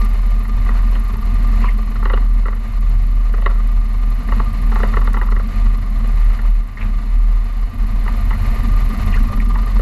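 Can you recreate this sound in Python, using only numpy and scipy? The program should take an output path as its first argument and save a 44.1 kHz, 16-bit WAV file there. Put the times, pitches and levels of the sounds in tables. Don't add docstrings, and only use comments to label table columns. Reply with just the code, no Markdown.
import sys
import numpy as np
from scipy import signal
from scipy.fft import rfft, irfft, next_fast_len
from scipy.io import wavfile
from scipy.ndimage import uniform_filter1d

SR = 44100
rng = np.random.default_rng(int(sys.argv[2]) if len(sys.argv) > 2 else 0)


def int16_out(signal):
    q = np.round(np.clip(np.atleast_2d(signal).T, -1, 1) * 32767)
    wavfile.write(sys.argv[1], SR, q.astype(np.int16))


N = 432621
TIME = np.arange(N) / SR


def airframe(jolt_db, drum_db):
    # (time [s], frequency [Hz])
    sway_pitch = [(0.0, 39.5), (1.09, 40.5), (1.17, 39.5), (4.15, 38.5), (4.26, 39.5), (6.53, 38.0),
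                  (6.72, 37), (6.88, 36), (7.02, 38.4), (8.8, 38.5), (8.91, 35.5), (9.26, 35.5),
                  (9.59, 41.5), (9.81, 41.0)]
    # (time [s], level [dB])
    sway_levels = [(0.0, -9.5), (0.05, -12), (0.38, -11.5), (0.46, -17.5), (0.52, -13), (0.9, -10.5),
                   (1.17, -18), (1.2, -20), (1.26, -13), (1.66, -10.5), (1.94, -18), (2.05, -11.5),
                   (2.37, -10), (2.7, -22), (2.76, -13), (2.92, -11), (3.72, -12.5), (3.79, -9),
                   (3.85, -15), (4.1, -11.5), (4.18, -16), (4.23, -23.5), (4.32, -11.5), (4.48, -14),
                   (4.51, -19), (4.7, -10.5), (4.94, -14.5), (4.97, -10), (5.27, -14), (5.32, -9),
                   (5.54, -21.5), (5.57, -12), (5.68, -9.5), (5.82, -17), (6.31, -8), (6.39, -19.5),
                   (6.45, -10), (6.5, -8.5), (6.61, -13.5), (6.69, -27.5), (6.8, -25), (6.83, -15),
                   (6.97, -13.5), (7.02, -20.5), (7.16, -9.5), (7.38, -11), (7.49, -18.5), (7.65, -13),
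                   (7.73, -36), (7.81, -10.5), (7.9, -19.5), (7.95, -12.5), (8.22, -16.5), (8.3, -11),
                   (8.36, -18), (8.5, -12.5), (8.58, -17.5), (8.72, -10), (8.88, -12), (8.93, -20),
                   (9.23, -9), (9.32, -27), (9.37, -12), (9.62, -12), (9.7, -16.5), (9.78, -8), (9.81, -12)]
    # (frequency [Hz], width [Hz], relative level [dB])
    frame_modes = [(14.57, 2.2, -1), (26, 7.1, -1.5), (55.15, 3.2, 1), (66.4, 16.5, -2), (87.9, 7.4, 1),
                   (112.6, 9.7, -6), (138.5, 25, -11), (171.4, 25, -13)]
    # (frequency [Hz], width [Hz], relative level [dB])
    skin_modes = [(195.3, 28, -7), (219.6, 21.3, 0.5), (249.3, 9.3, -11.5), (271.6, 23, -16.5)]
    sway_hz, sway_db = in_time(sway_pitch)[0], in_time(sway_levels)[0]
    phase = 2 * np.pi * np.cumsum(sway_hz) / SR
    sway = from_db(sway_db + 0.45 * drift(per_s=12)) * np.sqrt(2) * np.sin(phase)
    boom = from_db(jolt_db + 6.5) * shaken(frame_modes, even_s=.2)
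    drum = from_db(drum_db - 0.04) * shaken(skin_modes, even_s=0.17)
    return sway + boom + drum


def engine():
    # (time [s], speed [turns/s])
    crank_speed = [(0.0, 23.26), (1.2, 23.08), (2.4, 23.24), (3.5, 23.12), (4.5, 23.4), (6.0, 23.29),
                   (7.2, 23.43), (8.3, 23.54), (9.8, 23.26)]
    # (time [s], relative exhaust level [dB], relative valve level [dB])
    engine_levels = [(0.05, -31, -50.5), (0.07, -43, -57.5), (1.4, -39, -55.5), (2.62, -45, -60),
                     (2.84, -44, -59.5), (3.98, -44.5, -59), (4.68, -40.5, -56), (4.87, -37, -55),
                     (5.25, -38.5, -56.5), (5.6, -42, -59), (6.31, -43.5, -57.5), (6.47, -49.5, -60),
                     (6.74, -47.5, -62.5), (6.99, -43, -61), (7.2, -46.5, -60), (7.72, -45, -60.5),
                     (8.42, -41, -52), (9.29, -34, -53), (9.78, -37.5, -55.5)]
    chuff_bursts = [(.76, .08, 1), (.23, .055, .7)]
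    tick_bursts = [(.07, .04, .6), (.565, .028, 1), (.63, .05, .42)]
    spit_bursts = [(.095, .075, 1), (.58, .04, .3)]
    # (frequency [Hz], relative level [dB])
    exhaust_spectrum = [(200, -26), (380, 2), (700, -8), (1150, 3.5), (1500, -8.5), (2000, -3), (2800, -17),
                        (4300, -16), (6000, -23), (15000, -39)]
    click_spectrum = [(3000, -34), (8800, -9), (10400, -17), (11000, 1.5), (11800, 3), (12600, -20),
                      (15000, -34)]
    hiss_spectrum = [(3000, -32), (8500, -25), (10200, -4), (11700, 0), (12700, -3), (14000, -1),
                     (15300, -14)]
    cycles = np.cumsum(in_time(crank_speed)[0]) / SR / 2
    exhaust_db, valve_db = in_time(engine_levels)
    chuffs = .45 + bursts(cycles, chuff_bursts, uneven_db=2.5)
    exhaust = through_case(chuffs * rng.standard_normal(N), exhaust_spectrum)
    ticks = .16 + bursts(cycles, tick_bursts, uneven_db=1.8)
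    click = through_case(ticks * rng.standard_normal(N), click_spectrum)
    ping = rms_one(resonate(ticks ** 2 * rng.standard_normal(N), hz=11320, width=450))
    spits = .22 + bursts(cycles, spit_bursts, uneven_db=2.5)
    hiss = through_case(spits * rng.standard_normal(N), hiss_spectrum)
    valves = from_db(-2.5) * click + from_db(-10) * ping + from_db(-5) * hiss
    return from_db(exhaust_db + 0.5) * exhaust + from_db(valve_db) * valves


def loose_fitting():
    # (time [s], relative peak [dB], thud [dB], crack [dB]); the last two against the middle band
    knocks = [(0.452, -28, -17, -20), (0.662, -28, -18, -24), (0.69, -17.5, -8.5, -27),
              (0.953, -24, -5, -9), (1.154, -25, -23, -24), (1.643, -21, -5, -24), (1.956, -27, -8, -29),
              (2.026, -18.5, -7, -27), (2.055, -13, -6.5, -18), (2.099, -15, -6, -17.5),
              (2.135, -10.5, -0.5, -12.5), (2.174, -20, -7, -23), (2.456, -21, -6.5, -26),
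              (2.482, -18.5, -4.5, -25), (2.528, -22, -7, -26), (3.339, -24, -1.5, -24.5),
              (3.38, -25, -1, -26), (3.421, -23, -2, -14), (3.461, -9.5, -6.5, -17),
              (3.506, -28, -9, -26.5), (4.287, -24.5, -7, -20), (4.321, -11, -7, -25),
              (4.398, -10.5, -6.5, -23), (4.719, -20, -6, -21), (4.758, -13.5, -8, -23),
              (4.8, -18.5, -5, -24), (4.833, -12, -1, -19.5), (4.938, -17, -10, -20),
              (4.969, -11.5, -4.5, -21), (5.016, -19.5, -20, -27), (5.074, -14.5, -7, -19),
              (5.142, -14.5, -10, -25), (5.168, -14.5, -8, -21), (5.214, -18.5, -8, -27),
              (5.286, -21, -10, -26), (5.321, -18.5, -4, -31), (5.365, -23.5, -6, -24),
              (5.396, -22, -3, -25), (5.665, -27.5, -11, -18), (6.044, -25.5, -1.5, -13),
              (6.3, -27.5, -15, -22), (6.39, -26, -11, -21), (6.449, -27, -6, -23), (8.06, -23, -8, -25.5),
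              (8.079, -20, -11, -21), (8.307, -18.5, -10.5, -23), (9.556, -18.5, -20, -28.5),
              (9.794, -20, 2.5, -17)]
    # (time [s], decay [s], level [dB], centre [Hz], width [octaves])
    chatters = [(0.701, 0.11, -39, 1090, 1.3), (1.619, .08, -37, 2300, 0.62), (1.635, .045, -23, 1100, .3),
                (1.683, 0.014, -25.5, 2020, 0.3), (6.769, 0.018, -33, 1960, 0.29),
                (6.784, .09, -37, 1100, 2.14), (6.81, 0.019, -33, 2230, 0.58),
                (8.328, 0.014, -30, 1950, 0.24), (9.124, 0.027, -34, 2600, 0.34),
                (9.139, 0.015, -23, 1970, 0.21), (9.169, .016, -30, 1490, .4), (9.295, .05, -34, 590, 0.47),
                (9.399, 0.01, -25.5, 2100, 0.36)]
    out = np.zeros(N)
    for s, peak_db, thud_db, crack_db in knocks:
        add(out, s - .0016, knock(peak_db, thud_db, crack_db))
    t = TIME[:SR // 3]
    for s, decay_s, db, hz, octaves in chatters:
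        slips = sparse_clicks(len(t), per_s=1800)
        squeak = rms_one(band(slips, hz * 2 ** (-octaves / 2), hz * 2 ** (octaves / 2), order=3))
        envelope = np.minimum(t / 0.0017, 1) * np.exp(-(t / decay_s) ** 2)
        add(out, s, from_db(db) * envelope * squeak)
    return out


def knock(peak_db, thud_db, crack_db, contact_s=.0014, rebound_s=.008, rattle_s=0.064):
    # (frequency [Hz], width [Hz], relative level [dB])
    modes = [(397, 61, 1), (544, 94, -1), (683, 38, -1), (763, 51, -1), (886, 44, 2), (990, 25, 2),
             (1128, 75, 2), (1250, 84, -0.5), (1340, 89, 0.5), (1487, 27, -13), (1760, 46, -16),
             (1930, 145, -4), (2110, 89, -9), (2500, 120, -21), (2900, 140, -9), (3300, 110, -23),
             (3600, 160, -21.5), (4230, 190, -29)]
    t = TIME[:SR // 6]
    contact = t / contact_s * np.exp(1 - t / contact_s)
    rebound = from_db(-10) * np.exp(-(2 * (t - rebound_s) / rebound_s) ** 2)
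    touches = rms_one(sparse_clicks(len(t), per_s=400))
    rattle = from_db(-16) * np.exp(-t / rattle_s) * band(touches, 450, 2600, order=1)
    force = (contact + rebound) * rng.standard_normal(len(t)) + rattle
    add(force, contact_s, from_db(8) * np.ones(5))
    ring = sum((-1) ** k * from_db(db) * resonate(force, hz, width)
               for k, (hz, width, db) in enumerate(modes))
    thud = rms_one(band(ring, 283, 735))
    middle = rms_one(band(ring, 810, 2130))
    crack = rms_one(band(ring, 2730, 4200, order=3))
    blow = middle + from_db(thud_db + 1) * thud + from_db(crack_db - 0.5) * crack
    return from_db(peak_db + 1.94) * blow / np.max(np.abs(middle))


def tyres(rustle_db):
    # (frequency [Hz], relative level [dB])
    grass_spectrum = [(200, 0), (400, -1), (900, 2.5), (1300, -2), (2100, 1.5), (3000, -12.5),
                      (4400, -11.5), (5500, -21.5), (7200, -19), (8800, -31.5), (11400, -17.5),
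                      (13000, -46), (15000, -37)]
    crush = grains(per_s=2500, spread_db=2.5) + 0.9 * rng.standard_normal(N)
    tufts = from_db(1.5 * drift(per_s=35))
    return from_db(rustle_db + 8) * through_case(crush * tufts, grass_spectrum)


def grit():
    # (time [s], level before filtering [dB])
    hits = [(5.134, -16)]
    clicks = np.zeros(N)
    for s, db in hits:
        add(clicks, s, from_db([db]))
    return band(clicks + 1e-18, 3000, 15000, order=1)


def shaken(modes, even_s):
    ring = 0
    for hz, width, db in modes:
        stage_width = 1.49 * width
        jolts = resonate(rng.standard_normal(N), hz, stage_width)
        ring = ring + from_db(db) * rms_one(resonate(jolts, hz, stage_width))
    return ring / np.sqrt(uniform_filter1d(ring ** 2, int(even_s * SR) + 1) + 1e-9)


def bursts(cycles, table, uneven_db):
    out = 0
    for place, half_width, strength in table:
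        position = cycles - place + 3 / 2
        chance = from_db(uneven_db * rng.standard_normal(256))[position.astype(int)]
        bell = np.exp(-.5 * ((position % 1 - .5) / half_width) ** 2)
        out = out + strength * chance * bell
    return out


def through_case(x, spectrum):
    # (frequency [Hz], width [Hz], lift [dB])
    resonances = [(327, 30, -5), (412, 21, 3.5), (649, 12, -11), (695, 62, 7), (834, 62, -4.5),
                  (1075, 55, 4.5), (1200, 49.5, 13), (1650, 110, -6), (1890, 43, 2.5), (2397, 74, -10),
                  (2480, 92, 6.5), (2940, 220, 6.5), (3380, 163, -11.5), (3520, 100, 7.5), (4187, 60, 9)]
    size = next_fast_len(N)
    f = np.fft.rfftfreq(size, 1 / SR) + 1
    points, levels = np.transpose(spectrum)
    source_db = np.interp(np.log(f), np.log(points), levels)
    case_db = sum(lift / (1 + (2 * (f - hz) / width) ** 2) for hz, width, lift in resonances)
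    return rms_one(irfft(rfft(x, size) * from_db(source_db + case_db), size)[:N])


def grains(per_s, spread_db):
    sizes = from_db(spread_db * np.minimum(rng.exponential(1, N), 4)) * rng.choice([-1, 1], N)
    return rms_one(sizes * (rng.random(N) < per_s / SR))


def sparse_clicks(samples, per_s):
    return rng.standard_normal(samples) * (rng.random(samples) < per_s / SR)


def resonate(x, hz, width):
    r = np.exp(-np.pi * width / SR)
    feedforward = np.array([1, 0, -1]) * (1 - r * r) / 2
    feedback = [1, -2 * r * np.cos(2 * np.pi * hz / SR), r * r]
    return signal.lfilter(feedforward, feedback, x + 1e-18)


def band(x, low_hz, high_hz, order=2):
    return signal.sosfilt(signal.butter(order, [low_hz, high_hz], "band", fs=SR, output="sos"), x)


def drift(per_s):
    knots = rng.standard_normal(4096)
    return np.interp(TIME * per_s, np.arange(len(knots)), knots)


def in_time(rows):
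    s, *columns = np.transpose(rows)
    return [np.interp(TIME, s, c) for c in columns]


def add(out, s, sound):
    start = max(round(s * SR), 0)
    out[start:start + len(sound)] += sound[:max(N - start, 0)]


def from_db(db):
    return 10 ** (np.asarray(db) / 20)


def rms_one(x):
    return x / np.sqrt(np.mean(x ** 2) + 1e-20)


def scene():
    # (time [s], jolts [dB], skin drumming [dB], rustle [dB])
    ground = [(0.04, -35, -29.5, -51), (0.12, -32.5, -37.5, -46.5), (0.5, -35.5, -33.5, -51),
              (0.58, -28, -35, -49), (0.69, -32, -32.5, -46.5), (1.1, -36, -35.5, -47.5),
              (1.15, -29.5, -34, -51), (1.61, -32, -29.5, -43.5), (1.69, -35.5, -32, -50),
              (2.02, -33.5, -34, -49.5), (2.48, -37.5, -36.5, -50.5), (3.0, -31.5, -38.5, -50),
              (3.13, -35, -38, -50), (4.16, -36, -36.5, -51), (4.38, -30, -28, -45),
              (4.46, -30.5, -35.5, -48.5), (4.79, -30, -29.5, -44), (5.35, -33.5, -34, -53.5),
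              (5.57, -32.5, -31.5, -46.5), (5.87, -34.5, -36, -51.5), (6.06, -31.5, -30, -47),
              (6.14, -31.5, -44, -45.5), (6.47, -36.5, -34.5, -48), (6.52, -40.5, -43, -51),
              (6.77, -40, -39.5, -55), (6.85, -32.5, -33, -49.5), (7.12, -37.5, -38, -49.5),
              (7.63, -37.5, -40.5, -51), (7.82, -31.5, -34, -49), (8.58, -25.5, -32.5, -42.5),
              (8.69, -29, -27, -44), (8.8, -26, -38, -43), (8.91, -33.5, -29, -46),
              (9.02, -24.5, -29.5, -41.5), (9.45, -31.5, -28.5, -54), (9.7, -32, -35, -46),
              (9.78, -32, -29, -48)]
    jolt_db, drum_db, rustle_db = in_time(ground)
    return (engine() + airframe(jolt_db, drum_db) + tyres(rustle_db) + loose_fitting() + grit())[None]


def record(dry, cutoff_hz=15400):
    return signal.sosfilt(signal.ellip(10, .2, 90, cutoff_hz, fs=SR, output="sos"), dry)


dry = scene()
out = record(dry)
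int16_out(out)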